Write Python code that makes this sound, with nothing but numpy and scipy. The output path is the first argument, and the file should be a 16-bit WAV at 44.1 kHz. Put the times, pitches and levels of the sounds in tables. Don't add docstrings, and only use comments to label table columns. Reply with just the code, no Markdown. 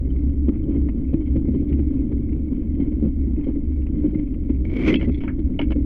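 import sys
import numpy as np
from scipy.fft import rfft, irfft, next_fast_len
from scipy.io import wavfile
from scipy.ndimage import uniform_filter1d, map_coordinates

SR = 44100
rng = np.random.default_rng(int(sys.argv[2]) if len(sys.argv) > 2 else 0)


def bounce(signal):
    frames = np.transpose(np.atleast_2d(signal))
    limited = np.clip(frames, -1, 1)
    pcm = np.round(limited * 32767).astype(np.int16)
    wavfile.write(sys.argv[1], SR, pcm)


N = 257984

# t/s, level/dB
FRAME_DRONE = [(0.0, -24.5), (0.47, -19.5), (0.54, -35), (0.85, -22), (1.06, -29), (1.84, -21), (1.95, -28),
               (2.26, -22.5), (2.46, -33.5), (3.22, -22), (3.62, -33.5), (3.66, -21), (4.32, -33.5),
               (4.48, -20), (4.97, -31), (5.08, -19.5), (5.3, -43), (5.46, -20.5), (5.52, -48),
               (5.67, -21.5)]
# f/Hz, level/dB
HEAVE_EQ = [(8, -6.5), (20, 4.5), (29, -4), (45, 2.5), (56, 2), (90, -7), (500, -120)]
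# t/s, level/dB
ROAD_RUMBLE = [(0, -28.5), (0.75, -24), (0.95, -26.5), (1.6, -23.5), (2.65, -27), (3.3, -27), (3.82, -30),
               (4.0, -23), (4.4, -28), (5.85, -26)]
# t/s, level/dB, length of the broken patch/s, rattle level/dB
ROAD_BUMPS = [(0.481, -14.5, 0.012, -45.5), (0.679, -22, 0.048, -64.5), (0.735, -22, 0.042, -61),
              (1.13, -15, 0.013, -48), (1.357, -14.5, 0.011, -49.5), (1.482, -15, 0.0098, -53),
              (1.535, -21, 0.024, -57.5), (1.788, -19.5, 0.011, -54), (2.114, -20, 0.015, -56),
              (2.516, -23, 0.015, -64.5), (2.795, -18, 0.03, -55), (2.862, -21.5, 0.019, -61.5),
              (2.917, -24.5, 0.012, -60.5), (3.022, -17.5, 0.045, -62.5), (3.378, -22, 0.017, -61.5),
              (3.466, -16, 0.022, -53), (3.556, -21.5, 0.0072, -56), (4.038, -19.5, 0.036, -58.5),
              (4.143, -20.5, 0.012, -52.5), (4.186, -22.5, 0.013, -55.5), (4.492, -19, 0.012, -46),
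              (5.073, -18.5, 0.028, -52.5), (5.382, -26.5, 0.022, -63), (5.756, -17, 0.011, -59)]
# f/Hz, width/Hz, level/dB
SHELL_MODES = [(107, 18, -12), (143, 26, -11.5), (183.7, 16, -8.5), (223.3, 30.5, -5), (259.4, 18, 1),
               (290.8, 16.67, 2.5), (318.9, 23.1, -2.07), (390.6, 38, -12), (539.5, 56.8, -18)]
# f/Hz, level/dB
TYRE_EQ = [(40, -22.5), (90, 9), (330, -0.5), (560, -10), (750, -9), (1200, -48), (5000, -100)]
# f/Hz, level/dB
JOLT_EQ = [(110, -5.5), (330, 0.5), (700, 0)]
# f/Hz, level/dB
CASE_EQ = [(300, -15), (600, 9.5), (3300, -6.5), (4600, -11), (6000, -21), (8000, -37), (15000, -41)]
# f/Hz, level/dB
MOUNT_EQ = [(3100, 1), (4400, -2.5), (5200, -13), (8000, -16)]
# f/Hz, width/Hz, level/dB
FITTING_MODES = [(720, 830, -1), (1500, 1100, -11), (2113, 65, 11), (2253, 55, 10.5), (2520, 120, 0.5),
                 (3160, 260, -6), (4330, 760, -9.5)]
# t/s, level/dB
RATTLE_BURSTS = [(0.144, -63), (0.535, -60.5), (1.205, -61), (1.258, -63), (2.828, -59.5), (3.43, -60),
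                 (3.485, -60), (4.086, -63.5)]
# t/s, level/dB
JINGLE_ACCENTS = [(0.098, -62.5), (0.63, -64.5), (3.437, -63.5)]
# t/s, level/dB
STEERING_TICKS = [(0.887, -34.5), (1.725, -38.5), (2.327, -45.5), (3.363, -50), (3.411, -42.5), (3.82, -49),
                  (3.866, -41.5), (4.341, -45), (4.547, -49)]
# f/Hz, width/Hz, level/dB
LINKAGE_MODES = [(970, 2700, 6), (1540, 270, 7.4), (2180, 330, 18), (2850, 490, 15)]
# t/s, level/dB
HINGE_CREAKS = [(1.684, -55.5), (5.114, -51.5), (5.14, -47.5), (5.171, -53), (5.385, -60.5)]
# f/Hz, level/dB
HINGE_MODES = [(2200, 3.5), (3400, -3), (4250, -10), (5700, -14)]
# f/Hz, level/dB, t60/s
SPRING_MODES = [(2634, -35, 0.13), (3295, -30, 0.059), (4230, -61, 0.16)]
# t/s of the peak, level/dB, swell/(dB/s)
HOOD_SHOVES = [(4.79, -33, 198), (4.889, -20.5, 259)]
# t/s, level/dB
EDGE_SLIPS = [(4.645, -36), (4.694, -37.5), (4.726, -33), (4.761, -27.5), (4.784, -29), (4.815, -32),
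              (4.848, -34.5), (4.992, -32), (5.04, -31.5)]
# f/Hz, level/dB
SCRAPE_EQ = [(200, -4.5), (350, 16.5), (560, 0.5), (800, -12.5), (1850, -17), (2200, -8.5), (2600, -22),
             (3200, -13.5), (3700, -27.5), (4500, -31), (7500, -46), (15500, -72.5)]
# f/Hz, level/dB
EDGE_EQ = [(1200, -19), (2000, 3), (2400, -0.5), (4000, -17.0)]
# f/Hz, level/dB
GRIND_EQ = [(330, 2.5), (800, -10.5), (1400, -1), (1800, -6), (2300, 5), (3200, -7), (3600, -13.5),
            (4400, -20), (6200, -20), (7600, -38.5), (9000, -36), (15000, -62.5)]
# f/Hz, width/Hz, level/dB
CATCH_MODES = [(553, 87, 3), (947, 60, -3), (1380, 440, -10.5), (1707, 88, -4.5), (2230, 115, 4.5),
               (2720, 94, -1), (3010, 220, -1.5), (3360, 110, -8.5), (5300, 2500, -18)]
# t/s, clank level/dB, thud over clank/dB, centre f/Hz, spread/octaves, judder t60/s
HOOD_KNOCKS = [(4.941, -13.5, 4.5, 3110, 0.5, 0.029), (4.956, -23.5, 9.5, 3270, 0.46, 0.042),
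               (5.011, -27.5, 8.5, 2230, 0.73, 0.043), (5.026, -27, 7.5, 4200, 3, 0.06),
               (5.205, -37, 2, 2200, 1, 0.22), (5.236, -32, 12.5, 1500, 1.25, 0.098),
               (5.278, -26.5, 0, 1600, 0.36, 0.11), (5.591, -19, -5, 2900, 0.3, 0.035),
               (5.593, -21, 7.5, 835, 0.99, 0.059), (5.614, -23, 7.5, 2400, 0.84, 0.041),
               (5.627, -34.5, -5, 2290, 0.68, 0.076), (5.706, -34, 16.5, 2520, 1.7, 0.042),
               (5.719, -24.5, -12, 2100, 1.34, 0.039)]

FRAME_HZ, FRAME_DRIFT_HZ, FRAME_FLUTTER_DB, HEAVE_DB = 68.28, 4.076, 2.5, -26
UNEVEN_DB, UNEVEN_PER_S = 1.5, 24
SURGE_ATTACK_S, BUMP_T60_S = 0.0047, 0.099
THUMP_DB, SCRAPE_SHELL_DB = 3, 4
CHATTER_DB, CHATTER_FOLLOWS = -63.5, 0.7
RATTLE_HOLD_S, RATTLE_STOP_S = 0.025, 0.015
RATTLE_TAIL_DB, RATTLE_T60_S = -19.5, 0.13
PART_FLICKER_DB, PART_FLICKER_PER_S = 3, 22
JINGLE_HZ, JINGLE_WIDTH_HZ, JINGLE_FLICKER_DB = 3100, 150, 4
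JINGLE_DB = -19
CREAK_SWELL_S, HINGE_WIDTH_HZ = 0.0092, 320
SPRING_RELEASE_S, SPRING_WIDTH_HZ = 4.956, 45
PUSH_S, EASE_DB_PER_S = 4.644, 111.5
CLEAR_S, CLEAR_T60_S = 4.935, 0.078
DRAG_DB, DRAG_END_S, DRAG_T60_S = -47, 5.05, 0.37
SLIP_HOLD_S, SLIP_T60_S = .009, .05
EDGE_PRESSED_HZ, EDGE_FREE_HZ, EDGE_WIDTH_HZ = 2250, 2050, 70
EDGE_DB = -10.5
CREST_S, CREST_DB, CREST_RISE_DB_PER_S, CREST_FALL_DB_PER_S = 4.896, -27, 336, 644.5
HISS_DB, TOP_HZ = -78, 15740


def amp(db):
    return 10 ** (np.asarray(db) / 20)


def unit(x):
    return x / np.sqrt(np.mean(np.abs(x) ** 2) + 1e-20)


def curve(rows):
    return np.interp(np.arange(N) / SR, *np.transpose(rows))


def wobble(rate):
    return map_coordinates(rng.standard_normal(int(N * rate / SR) + 4), [np.arange(N) * rate / SR])


def filtered(x, response):
    size = next_fast_len(len(x) + 8192)
    return irfft(rfft(x, size) * response(np.fft.rfftfreq(size, 1 / SR)), size)[:len(x)]


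def eq(x, points):
    f, db = np.transpose(points)
    return filtered(x, lambda hz: amp(np.interp(np.log(hz + 1), np.log(f), db)))


def resonate(x, modes):
    return filtered(x, lambda f: sum(
        (-1) ** k * amp(db) * 1j * f * width / (hz * hz - f * f + 1j * f * width)
        for k, (hz, width, db) in enumerate(modes)))


def band(x, hz, width):
    mode = [(hz, width, 0)]
    return resonate(resonate(x, mode), mode)


def steady(x, span):
    power = np.abs(uniform_filter1d(x * x, max(int(span * SR), 2)))
    return unit(x / np.sqrt(power + 1e-12))


def grit(rate, spread_db):
    chance, size, sign = rng.random(N), rng.standard_normal(N), rng.choice([-1, 1], N)
    return unit((chance < rate / SR) * sign * amp(spread_db * size))


def add(track, s, sound):
    part = track[round(s * SR):][:len(sound)]
    part += sound[:len(part)]


def surge(hold, t60):
    t = np.arange(SR // 2) / SR
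    return (1 - np.exp(-t / SURGE_ATTACK_S)) * amp(-60 * np.maximum(t - hold, 0) / t60)


def hiss():
    return amp(HISS_DB) * rng.standard_normal(N)


def chassis():
    bending_hz = FRAME_HZ + FRAME_DRIFT_HZ * wobble(16)
    tone = np.sin(2 * np.pi * np.cumsum(bending_hz) / SR)
    drone = unit(tone * amp(FRAME_FLUTTER_DB * wobble(22)))
    heave = steady(eq(rng.standard_normal(N), HEAVE_EQ), span=0.067)
    return amp(curve(FRAME_DRONE)) * drone + amp(HEAVE_DB) * heave


def thumps(blows, contact_s):
    t, out = np.arange(SR // 4) / SR, np.zeros(N)
    force = (t / contact_s) ** 2 * np.exp(-2 * t / contact_s)
    ring = resonate(force, SHELL_MODES)
    for s, db in blows:
        add(out, s, amp(db) * ring / np.abs(ring).max())
    return out


def shell(road_db, friction):
    jolt_power = (amp(SCRAPE_SHELL_DB) * friction) ** 2
    for s, db, length, _ in ROAD_BUMPS:
        add(jolt_power, s, (amp(db) * surge(length, BUMP_T60_S)) ** 2)
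    drumming = lambda: eq(resonate(grit(rate=980, spread_db=4), SHELL_MODES), TYRE_EQ)
    rumble = amp(road_db) * steady(drumming(), span=.05)
    jolts = np.sqrt(jolt_power) * steady(eq(drumming(), JOLT_EQ), span=0.027)
    wheel_blows = [(s, db + THUMP_DB) for s, db, *_ in ROAD_BUMPS]
    return rumble + jolts + thumps(wheel_blows, contact_s=0.00037)


def shaking(road_db):
    shake = amp(CHATTER_DB + CHATTER_FOLLOWS * (road_db - np.mean(road_db)))
    bumps = [(s, db, length) for s, _, length, db in ROAD_BUMPS]
    bursts = [(s, db, RATTLE_HOLD_S) for s, db in RATTLE_BURSTS]
    for s, db, hold in bumps + bursts:
        tail = amp(RATTLE_TAIL_DB) * surge(hold, RATTLE_T60_S)
        add(shake, s, amp(db) * (surge(hold, RATTLE_STOP_S) + tail))
    return shake


def fittings(shake):
    parts = np.zeros(N)
    for mode in FITTING_MODES:
        chatter = resonate(grit(rate=1100, spread_db=3), [mode])
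        parts += chatter * amp(PART_FLICKER_DB * wobble(PART_FLICKER_PER_S))
    clumps = amp(2.2 * wobble(120))
    return shake * clumps * steady(eq(eq(parts, CASE_EQ), MOUNT_EQ), span=0.045)


def jingle(shake):
    fits = amp(JINGLE_DB + JINGLE_FLICKER_DB * np.tanh(wobble(30))) * shake
    for s, db in JINGLE_ACCENTS:
        add(fits, s, amp(db) * surge(hold=.015, t60=RATTLE_STOP_S))
    return fits * steady(band(rng.standard_normal(N), JINGLE_HZ, JINGLE_WIDTH_HZ), span=0.028)


def steering():
    t, out = np.arange(SR // 10) / SR, np.zeros(N)
    envelope = (1 - np.exp(-t / 0.00076)) * amp(-60 * t / 0.038)
    for s, db in STEERING_TICKS:
        tick = resonate(envelope * rng.standard_normal(len(t)), LINKAGE_MODES)
        add(out, s, amp(db) * tick / np.abs(tick).max())
    return eq(eq(out, CASE_EQ), MOUNT_EQ)


def hinge():
    t, out = np.arange(SR // 8) / SR, np.zeros(N)
    swell = (t / CREAK_SWELL_S * np.exp(1 - t / CREAK_SWELL_S)) ** 2
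    for s, db in HINGE_CREAKS:
        slips = grit(rate=800, spread_db=2.5)[:len(t)]
        ring = sum(amp(mode_db) * band(slips, hz, HINGE_WIDTH_HZ) for hz, mode_db in HINGE_MODES)
        add(out, s, amp(db) * swell * steady(eq(ring, MOUNT_EQ), span=2 * CREAK_SWELL_S))
    return out


def catch_spring():
    t, out = np.arange(SR // 8) / SR, np.zeros(N)
    attack = 1 - np.exp(-t / .002)
    for hz, db, t60 in SPRING_MODES:
        buzz = steady(band(rng.standard_normal(len(t)), hz, SPRING_WIDTH_HZ), span=.012)
        add(out, SPRING_RELEASE_S, amp(db - 60 * t / t60) * attack * buzz)
    return out


def hood_friction():
    t = np.arange(N) / SR
    push = sum(amp(db - np.maximum(swell * (s - t), EASE_DB_PER_S * (t - s)))
               for s, db, swell in HOOD_SHOVES)
    push *= amp(-60 * np.maximum(t - CLEAR_S, 0) / CLEAR_T60_S)
    drag = amp(DRAG_DB - 60 * np.maximum(t - DRAG_END_S, 0) / DRAG_T60_S)
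    fade_in = np.clip((t - PUSH_S) / 0.0062, 0, 1)
    power = fade_in * (push ** 2 + drag ** 2)
    for s, db in EDGE_SLIPS:
        add(power, s, (amp(db) * surge(SLIP_HOLD_S, SLIP_T60_S)) ** 2)
    return np.sqrt(power)


def edge_ring(hz):
    ring = resonate(grit(rate=1300, spread_db=-0.5), [(hz, EDGE_WIDTH_HZ, 0)])
    return steady(eq(ring, EDGE_EQ), span=0.026)


def hood_scrape(friction):
    past_crest_s = np.arange(N) / SR - CREST_S
    free = np.clip(.5 + past_crest_s / 0.027, 0, 1)
    ring = np.sqrt(1 - free) * edge_ring(EDGE_PRESSED_HZ) + np.sqrt(free) * edge_ring(EDGE_FREE_HZ)
    rub = steady(eq(grit(rate=2500, spread_db=0.5), SCRAPE_EQ), span=0.023)
    off_crest_db = np.maximum(-CREST_RISE_DB_PER_S * past_crest_s, CREST_FALL_DB_PER_S * past_crest_s)
    grind = steady(eq(grit(rate=2500, spread_db=4.0), GRIND_EQ), span=0.018)
    judder = amp(1.8 * wobble(220))
    return judder * (friction * (rub + amp(EDGE_DB) * ring) + amp(CREST_DB - off_crest_db) * grind)


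def hood_knocks():
    t = (np.arange(SR // 4) - SR // 100) / SR
    out = np.zeros(N)
    for s, db, _, centre_hz, octaves, t60 in HOOD_KNOCKS:
        blow = 5 * (t == 0)
        judder = (t > 0) * rng.standard_normal(len(t)) * amp(-60 * t / t60)
        emphasis = lambda hz: np.exp(-.5 * (np.log2((hz + 1) / centre_hz) / octaves) ** 2) + amp(-20.5)
        clank = eq(filtered(resonate(blow + judder, CATCH_MODES), emphasis), CASE_EQ)
        add(out, s + t[0], amp(db) * clank / np.abs(clank).max())
    thuds = [(s, db + thud_db) for s, db, thud_db, *_ in HOOD_KNOCKS]
    return out + thumps(thuds, contact_s=0.00021)


def scene():
    road_db = curve(ROAD_RUMBLE) + UNEVEN_DB * wobble(UNEVEN_PER_S)
    friction, shake = hood_friction(), shaking(road_db)
    cart = chassis() + shell(road_db, friction) + fittings(shake) + jingle(shake) + steering()
    hood = hood_scrape(friction) + hood_knocks() + catch_spring() + hinge()
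    return (hiss() + cart + hood)[None]


def record(dry):
    return filtered(dry[0], lambda hz: hz < TOP_HZ)[None]


dry = scene()
out = record(dry)
bounce(out)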